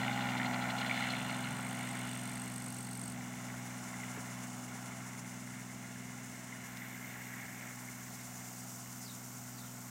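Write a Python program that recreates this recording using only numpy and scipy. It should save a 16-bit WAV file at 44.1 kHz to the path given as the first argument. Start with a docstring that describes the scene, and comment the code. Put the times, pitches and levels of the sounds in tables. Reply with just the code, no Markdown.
"""A summer meadow: a light six-cylinder piston helicopter flies low over it and away toward wooded hills.
Firing pulses and turbulent gas make its exhaust drone, bark, rasp and now and then pop.
The geared tail rotor hums; the main blades swish and leave throbbing, torn air.
Close by, grasshoppers scrape leg on wing and a bush cricket rubs its wings.
There is one dry tick in the grass, and a small bird calls as the engine fades."""
import sys
import numpy as np
from scipy import signal
from scipy.fft import rfft, irfft, next_fast_len
from scipy.io import wavfile

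SR = 44100
rng = np.random.default_rng(int(sys.argv[2]) if len(sys.argv) > 2 else 0)


def waveform_to_disk(signal):
    """Save audio, clipped to [-1, 1], as 16-bit WAV at the path in sys.argv[1]."""
    frames = np.transpose(np.atleast_2d(signal))
    scaled = np.clip(frames, -1, 1) * 32767
    samples = np.round(scaled).astype(np.int16)
    wavfile.write(sys.argv[1], SR, samples)


N = 436575
T = np.arange(N) / SR
CYLINDERS = 6
TAIL_BLADES_PER_CYCLE, MAIN_BLADES_PER_CYCLE = 3.562, .588  # blade passes per four-stroke cycle


# Engine speed as heard, sinking as it turns away. Each row: time in seconds, four-stroke rate in Hz.
CYCLE_HZ = [(0, 20.91), (.6, 20.83), (1.5, 20.8), (2.7, 20.72), (3.3, 20.59), (4.5, 20.63), (5.3, 20.63),
            (5.8, 20.58), (7.3, 20.57), (8.3, 20.53), (9.9, 20.52)]

def helicopter(closest_m=32.3, speed_m_per_s=24.2, passed_s=2.16):
    """Engine and rotors turn together, flying straight away; the closest point is passed_s in the past."""
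    rate_hz, = in_time(CYCLE_HZ)
    cycle = np.cumsum(rate_hz * (1 + .0006 * drift(4))) / SR
    range_m = np.hypot(closest_m, speed_m_per_s * (T + passed_s))
    near = range_m[0] / range_m
    exhaust = drone(cycle, near) + bark(cycle, near) + rasp(cycle, near) + ringing(cycle) + pops()
    return exhaust + tail_rotor(cycle, near) + swish(cycle, near) + wash(cycle, near)


# Firing tone, swelling and sinking over the ground. Each row: time in seconds, level in dB.
FIRING_DB = [(0.1, -44), (1.23, -49), (1.48, -47.5), (3.1, -49.5), (3.31, -51.5), (3.61, -50),
             (3.88, -53.5), (4.07, -50.5), (6.53, -55), (9.8, -53.5)]
# Other engine tones. Each row: multiple of the cycle rate, starting level in dB, range exponent.
ENGINE_TONES = [(3.04, -81, .8), (7.02, -67, 0.83), (9, -46.5, 0.9), (10, -50.5, 1.06), (11, -57.5, 1.14),
                (11.994, -43, 1.026), (13, -63, 0.92), (14, -59.5, 1.05), (15.06, -60.5, 1),
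                (15.96, -68.5, 1.15), (18, -72.5, 0.74), (19.04, -69, 0.8), (20.92, -70, 0.86),
                (24.05, -68.5, 1.34)]

def drone(cycle, near):
    """Six firings a cycle give a low hum, its octave about as strong; unequal cylinders add the rest."""
    firing = envelope(FIRING_DB) * tones(cycle, [(CYLINDERS, 0, 0)], near, waver_db=.4)
    return firing + tones(cycle, ENGINE_TONES, near, waver_db=.87)


def firings(cycle, uneven_db=6, rough_db=5):
    """A pressure pulse per firing; each cylinder has its own strength, and no two burns are alike."""
    count = np.floor(CYLINDERS * cycle).astype(int)
    at = np.flatnonzero(np.diff(count))
    cylinder_db = uneven_db * np.array([.6, -.76, .95, -1.5, .021, -.76])
    pulses = np.zeros(N)
    pulses[at] = from_db(cylinder_db[count[at] % CYLINDERS] + rough_db * rng.standard_normal(len(at)))
    return rms_one(pulses)


# Exhaust bark. 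Each row: time in seconds, level in dB before trim.
BARK_DB = [(0.1, -42), (0.29, -42.5), (0.78, -42), (2.85, -54.5), (4.12, -52), (4.93, -53.5), (5.42, -57.5),
           (7.63, -56.5), (8.34, -58), (9.66, -58.5), (9.8, -58)]
# Low pipe resonances. Each row: centre in Hz, width in Hz, relative dB from the side and from behind.
BARK_RESONANCES = [(563, 105, -9, -9.5), (690, 67, -1, 1), (824, 71, 0.5, -0.5), (980, 124, -5.5, -3.5),
                   (1090, 77, -7.5, 0), (1387, 159, -2.5, 0.5)]
# Tones lifted by the pipe. Each row: multiple of the cycle rate, starting dB re the bark, range exponent.
PIPE_TONES = [(28, -26.5, .6), (30, -24, .6), (32, -20, .4), (33, -14, .6), (36, -17, .6), (39, -5.5, 1.1),
              (42, -18.5, .6), (47, -22, .6), (51, -23, .2), (68, -18, .6), (72, -18, .6)]

def bark(cycle, near):
    """Pulses and puffs of turbulent gas ring the pipe, which also lifts out a whine of harmonics."""
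    gas = rng.standard_normal(N) * bursts(CYLINDERS * cycle, sharpness=.31 * near)
    ring = pipe(gas + .31 * firings(cycle), BARK_RESONANCES, near)
    whine = tones(cycle, PIPE_TONES, near, waver_db=2.5)
    return envelope(BARK_DB, trim_db=-.06) * (ring + whine)


# The rasp surges as the pipe swings toward the listener; the air soon takes the higher sizzle.
# Each row: time in seconds, level in dB before trim.
RASP_DB = [(0.0, -46), (0.38, -46), (0.72, -46.5), (1.05, -43.5), (1.27, -49), (2.12, -50.5), (2.87, -59),
           (3.42, -54.5), (4.24, -53.5), (4.55, -58.5), (4.96, -55), (6.01, -57), (7.47, -51), (8.55, -62),
           (9.21, -63.5), (9.9, -61)]
SIZZLE_DB = [(0.0, -48.5), (0.63, -56), (0.99, -45), (1.52, -54.5), (2.15, -52.5), (2.42, -58), (2.81, -62),
             (3.91, -59.5), (5.68, -63), (7.31, -61.5), (9.9, -70)]
# Upper pipe resonances. Each row: centre in Hz, width in Hz, relative dB from the side and from behind.
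RASP_RESONANCES = [(1415, 117, 1, -11), (1633, 80, -10, -1.5), (1755, 156, -4, -3.5), (2016, 213, -1.5, -2),
                   (2144, 111, 3, 4), (2322, 164, -4.5, -9.5)]
SIZZLE_RESONANCES = [(2560, 200, -1, 1), (2910, 260, 4.5, 0.5), (3550, 400, -0.5, -3), (4160, 106, 1, -6.5),
                     (4700, 270, -7.5, -29)]

def rasp(cycle, near, surge_db=.82):
    """Gas puffs ring the pipe's treble; distance blurs them, and moving air makes them surge."""
    harder_bank = bursts(CYLINDERS / 2 * cycle, sharpness=5)  # one bank of cylinders spits harder
    each_firing = bursts(CYLINDERS * cycle, sharpness=2)
    puffs = rms_one(1 + .7 * near * harder_bank + .25 * near * each_firing)
    flicker = from_db(1.4 * drift(27))
    grit = pipe(rng.standard_normal(N) * puffs * flicker, RASP_RESONANCES, near)
    sizzle = ground_bounce(pipe(rng.standard_normal(N) * puffs, SIZZLE_RESONANCES, near))
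    treble = envelope(RASP_DB, trim_db=.5) * grit + envelope(SIZZLE_DB, trim_db=-1) * sizzle
    return from_db(surge_db * drift(6.2)) * treble


def pipe(x, modes, near, near_behind=.3, near_side=.86):
    """The exhaust's colour changes as the tail turns toward the listener."""
    side = body(x, [(hz, width, db) for hz, width, db, _ in modes])
    behind = body(x, [(hz, width, db) for hz, width, _, db in modes])
    side_share = np.clip((near - near_behind) / (near_side - near_behind), 0, 1)
    return side_share * side + (1 - side_share) * behind


# Surges of the pipe's strongest resonance. Each row: centre in seconds, level in dB.
RING_SURGES = [(.42, -51), (.92, -45.5), (1.82, -49), (3.35, -58.5), (4.04, -54), (7.05, -58), (7.28, -57),
               (7.64, -54)]

def ringing(cycle, centre_hz=2110, width_hz=150):
    """The harder bank of cylinders sets one narrow resonance chattering in short surges."""
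    puffs = rng.standard_normal(N) * bursts(CYLINDERS / 2 * cycle, sharpness=2)
    return swells(RING_SURGES, width_s=.049) * body(puffs, [(centre_hz, width_hz, 0)])


# Exhaust pops. Each row: start in seconds, peak in dB, pitch in Hz.
EXHAUST_POPS = [(0.0338, -29.5, 1960), (0.399, -31, 1800), (0.4469, -31.5, 2020), (0.8964, -28, 2260),
                (0.9114, -27, 2300), (1.039, -33, 2100), (1.0884, -38, 1970), (1.1363, -32, 2170),
                (2.0023, -36.5, 2164), (3.9399, -38, 2010), (4.0362, -37, 2080), (4.0844, -43, 2120),
                (6.8194, -37.5, 2000), (7.0454, -39, 2100), (7.3372, -38, 1950), (7.6244, -39, 2120)]

def pops(rise_s=.0016):
    """Sharp cracks from the exhaust: a few cycles near the pipe's strongest resonance."""
    out = np.zeros(N)
    for start_s, db, hz in EXHAUST_POPS:
        at = int(start_s * SR)
        age_s = T[:min(SR // 20, N - at)]
        shape = age_s / rise_s * np.exp(1 - age_s / rise_s)
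        out[at:at + len(age_s)] += from_db(db) * shape * np.sin(2 * np.pi * hz * age_s)
    return out


# Tail rotor tones. Each row: multiple of the blade rate, starting level in dB, range exponent.
TAIL_TONES = [(1, -75, 0.83), (2, -57, 1.1), (3, -54, 3.4), (4, -72, 1), (5, -82, .9)]

def tail_rotor(cycle, near):
    """Geared to the engine, the tail rotor hums at harmonics of its blade rate."""
    return tones(cycle * TAIL_BLADES_PER_CYCLE, TAIL_TONES, near, waver_db=4)


# Hiss of the advancing blade tip. Each row: centre in Hz, width in Hz, relative level in dB.
TIP_BANDS = [(2850, 560, 9.5), (3540, 250, 4.5), (4020, 380, 9.5)]
# A blade cuts torn air and hisses harder. Each row: centre in seconds, level in dB.
BLADE_CUTS = [(.815, -42.5), (.97, -47), (1.105, -41.5), (1.155, -49), (1.30, -45.5), (1.445, -48)]

def swish(cycle, near, level_db=-50, loudest_s=.65, width_s=.4):
    """Each blade tip hisses as it swings toward the listener, while the rotor's edge faces this way."""
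    passing = bursts(cycle * MAIN_BLADES_PER_CYCLE + .35, sharpness=3.2)
    facing = np.exp(-.5 * ((T - loudest_s) / width_s) ** 2)
    gain = np.hypot(from_db(level_db) * near * facing * passing, swells(BLADE_CUTS, width_s=.0056))
    return gain * ground_bounce(body(rng.standard_normal(N), TIP_BANDS))


# Rotor wash. Each row: frequency in Hz, relative density in dB.
WASH_SPECTRUM = [(20, -31), (42, -25), (56, -2.5), (95, -1), (160, 2), (260, 3), (330, -3.5), (420, -1.5),
                 (490, -8), (620, -3.5), (1200, -12), (2500, -13), (5000, -38)]
# A soft puff in the wash. Each row: centre in seconds, level in dB.
WASH_PUFF = [(4.18, -47)]

def wash(cycle, near, start_db=-53, range_exponent=.58):
    """Torn air behind the main blades, throbbing at each blade's passing."""
    gain = np.hypot(from_db(start_db) * near ** range_exponent, swells(WASH_PUFF, width_s=.011))
    return gain * noise(WASH_SPECTRUM) * bursts(cycle * MAIN_BLADES_PER_CYCLE, sharpness=.053)


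# A near grasshopper's swelling buzz. Each row: time in seconds, syllable rate in Hz, level in dB.
BUZZ_CURVE = [(0, 50, -87), (.7, 49.6, -65), (1.2, 49.75, -56.5), (2, 49.45, -52), (2.5, 49.07, -51),
              (3.09, 47.5, -50), (3.13, 46.4, -52), (3.15, 47.5, -110)]
# Its wing resonances. Each row: centre in Hz, width in Hz, relative level in dB.
WING_RESONANCES = [(8400, 320, 4), (9200, 260, -10), (10480, 600, -9), (12450, 560, -16.5),
                   (14700, 1200, -32), (4450, 550, -10.5)]

def buzzing_grasshopper():
    """A leg scraped once per syllable sets the wing's resonances ringing."""
    rate_hz, level_db = in_time(BUZZ_CURVE)
    scrape = rng.standard_normal(N) * bursts(np.cumsum(rate_hz) / SR, sharpness=2.1)
    return from_db(level_db + .27 * drift(14)) * body(scrape, WING_RESONANCES)


# Slow grasshopper. Each row: start in seconds, length in seconds, stroke rate in Hz, mid-phrase dB.
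STROKE_PHRASES = [(3.241, 2.65, 9.25, -54.5), (5.98, 1.5, 8.78, -60), (7.584, 2.4, 8.95, -53.5)]
# One leg stroke. Each row: frequency in Hz, relative density in dB.
STROKE_SPECTRUM = [(3500, -8), (5000, 2.5), (6000, 8), (7200, 10), (8300, 5), (9600, 6.5), (11000, 0.5),
                   (16000, -39)]

def slow_grasshopper(swell_db=6, uneven_db=1):
    """Evenly paced strokes of a toothed leg, swelling and dying away in each phrase."""
    strokes = []
    for start_s, length_s, rate_hz, db in STROKE_PHRASES:
        age_s = np.arange(0, length_s, 1 / rate_hz)
        arch_db = db - swell_db * (2 * age_s / length_s - 1) ** 2
        strokes += zip(start_s + age_s, arch_db + uneven_db * rng.standard_normal(len(age_s)))
    teeth = rms_one(from_db(3 * np.tanh(drift(120))))
    return swells(strokes, width_s=.015) * noise(STROKE_SPECTRUM) * teeth


# Bush cricket's song. Each row: time in seconds, wing stroke rate in Hz, pip level in dB.
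CRICKET_CURVE = [(6.6, 97.6, -110), (6.64, 97.6, -65.5), (6.85, 97.5, -62), (7.35, 96.4, -63.5),
                 (7.8, 93.5, -64.5), (8.95, 89.5, -62.5), (9.9, 91, -63)]

def cricket(wing_hz=13750, scatter=.38):
    """Each wing stroke is a brief pip with a scratch at its heart; grass scatters some into a sizzle."""
    rate_hz, level_db = in_time(CRICKET_CURVE)
    strokes = np.cumsum(rate_hz) / SR
    pitch_hz = wing_hz + 330 * drift(400)
    tone = np.sqrt(2) * np.sin(2 * np.pi * np.cumsum(pitch_hz) / SR)
    pips = bursts(strokes, sharpness=16) * tone
    rub = rms_one(resonate(rng.standard_normal(N), hz=14300, width_hz=3500))
    scratches = .65 * bursts(strokes, sharpness=24) * rub
    return from_db(level_db) * (pips + scratches + scatter * rub)


# Bird notes. Each row: start in seconds, length in seconds, first and last pitch in Hz, level in dB.
BIRD_NOTES = [(8.10, .05, 3100, 5600, -63), (8.19, .04, 3400, 5400, -61), (8.98, .17, 6300, 3300, -58),
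              (9.01, .1, 5800, 3900, -60), (9.5, .2, 5400, 3000, -61.5)]

def bird(warble_depth=.052, warble_hz=65, echo_db=-4, echo_s=.021):
    """Thin, hoarse, warbling glides with a faint echo."""
    out = np.zeros(N)
    unsteady = 1 + .05 * drift(190)
    for start_s, length_s, first_hz, last_hz, db in BIRD_NOTES:
        along = np.linspace(0, 1, int(length_s * SR))
        warble = 1 + warble_depth * np.sin(2 * np.pi * warble_hz * length_s * along)
        hz = first_hz * (last_hz / first_hz) ** along * warble * unsteady[:len(along)]
        arch = np.abs(np.sin(np.pi * along)) ** .5
        note = from_db(db) * arch * np.sin(2 * np.pi * np.cumsum(hz) / SR)
        at = int(start_s * SR)
        out[at:at + len(note)] += note[:N - at]
    out *= rms_one(from_db(4 * drift(70)))  # hoarseness
    return out + from_db(echo_db) * np.interp(T - echo_s, T, out)


def tick(start_s=6.771, decay_s=.003, gain_db=-36):
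    """A short dry snap in the grass."""
    snap = (T > start_s) * np.exp(-np.abs(T - start_s) / decay_s) * rng.standard_normal(N)
    band = signal.butter(4, [1500, 6300], "band", fs=SR, output="sos")
    return from_db(gain_db) * signal.sosfilt(band, snap + 1e-18)


# Meadow chorus. Each row: time in seconds, level in dB before trim.
CHORUS_DB = [(0.0, -56), (3.08, -58), (3.31, -57.5), (3.91, -55.5), (6.01, -58.5), (6.31, -57), (6.86, -59),
             (8.55, -54.5), (9.9, -57)]
# Its colour. Each row: frequency in Hz, relative density in dB.
CHORUS_SPECTRUM = [(3000, -23), (4600, -5.5), (5300, 0), (6000, 4), (7100, 5.5), (8300, 2), (9500, -2),
                   (11000, -7.5), (16000, -8.5)]

def chorus(flicker_db=1):
    """Many far grasshoppers blend to a shimmer."""
    return envelope(CHORUS_DB, trim_db=3) * from_db(flicker_db * drift(52)) * noise(CHORUS_SPECTRUM)


# Open-air hiss. 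Each row: time in seconds, level in dB.
AIR_DB = [(0, -61.5), (3, -61.5), (5, -65), (7, -63), (9.9, -62)]
# Its colour. Each row: frequency in Hz, relative density in dB.
AIR_SPECTRUM = [(30, 7), (500, 6), (2500, 6.5), (4400, 4), (7000, -13), (10000, -1), (13000, 1),
                (16000, -1.5)]

def air():
    """Faint hiss of the open air."""
    return envelope(AIR_DB) * noise(AIR_SPECTRUM)


def ground_bounce(x, share=.29, delay_s=.00142):
    """The bounce off the meadow arrives just late enough to cut notches into the treble."""
    return (x + share * np.interp(T - delay_s, T, x)) / np.hypot(1, share)


def tones(turns, orders, near, waver_db, lag_turns=.068):
    """Tones of a rotation, wavering in moving air; higher ones lag, smearing the thud of each turn."""
    out = np.zeros(N)
    for order, db, range_exponent in orders:
        gain = near ** range_exponent * from_db(db + waver_db * drift(2.2))
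        out -= np.sqrt(2) * gain * np.cos(2 * np.pi * order * (turns - lag_turns * order))
    return out


def resonate(x, hz, width_hz):
    """One resonance, peak gain 1."""
    r = np.exp(-np.pi * width_hz / SR)
    poles = [1, -2 * r * np.cos(2 * np.pi * hz / SR), r * r]
    return signal.lfilter(np.array([1, 0, -1]) * (1 - r * r) / 2, poles, x + 1e-18)


def body(x, modes):
    """Steep-sided resonances in parallel, alternating in sign, rms 1."""
    out = np.zeros(N)
    for k, (hz, width_hz, db) in enumerate(modes):
        once = resonate(x, hz, 2 * width_hz)
        out += (-1) ** k * from_db(db) * resonate(once, hz, 2 * width_hz)
    return rms_one(out)


def bursts(turns, sharpness):
    """One smooth burst per turn, rms 1."""
    return rms_one(np.exp(sharpness * (np.cos(2 * np.pi * turns) - 1)))


def swells(rows, width_s):
    """A bell-shaped swell per row."""
    out = np.zeros(N)
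    for centre_s, db in rows:
        span = slice(max(int((centre_s - 4 * width_s) * SR), 0), int((centre_s + 4 * width_s) * SR))
        out[span] += from_db(db) * np.exp(-.5 * ((T[span] - centre_s) / width_s) ** 2)
    return out


def noise(spectrum):
    """Noise with a given spectrum, rolled off below its first row, rms 1."""
    size = next_fast_len(N)
    hz, db = np.transpose(spectrum)
    bin_hz = np.maximum(np.arange(size // 2 + 1) * SR / size, 1)
    gain = from_db(np.interp(np.log(bin_hz), np.log(hz), db)) * np.minimum(bin_hz / hz[0], 1) ** 2
    return rms_one(irfft(rfft(rng.standard_normal(size)) * gain, size)[:N])


def drift(rate_hz, hop=100):
    """Smooth random wander, rms about 1."""
    r = np.exp(-2 * np.pi * rate_hz * hop / SR)
    slow = signal.lfilter([1], [1, -2 * r, r * r], rng.standard_normal(N // hop + 1002))[1000:]
    return np.interp(np.arange(N) / hop, np.arange(len(slow)), rms_one(slow))


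def in_time(rows):
    """Each column of a curve, per sample."""
    times_s, *columns = np.transpose(rows)
    return [np.interp(T, times_s, column) for column in columns]


def envelope(rows, trim_db=0):
    """A dB curve as gain per sample."""
    return from_db(in_time(rows)[0] + trim_db)


def from_db(db):
    """Decibels to gain."""
    return 10 ** (np.asarray(db) / 20)


def rms_one(x):
    """Scale to unit power."""
    return x / np.sqrt(np.mean(x ** 2) + 1e-20)


def scene():
    """Helicopter and meadow from one point, alike in both channels."""
    mix = helicopter() + buzzing_grasshopper() + slow_grasshopper() + cricket()
    mix += bird() + tick() + chorus() + air()
    return np.tile(mix, (2, 1))


def record(dry, cutoff_hz=15850):
    """Steep low-pass."""
    return signal.sosfilt(signal.ellip(12, .1, 90, cutoff_hz, fs=SR, output="sos"), dry)


dry = scene()
out = record(dry)
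waveform_to_disk(out)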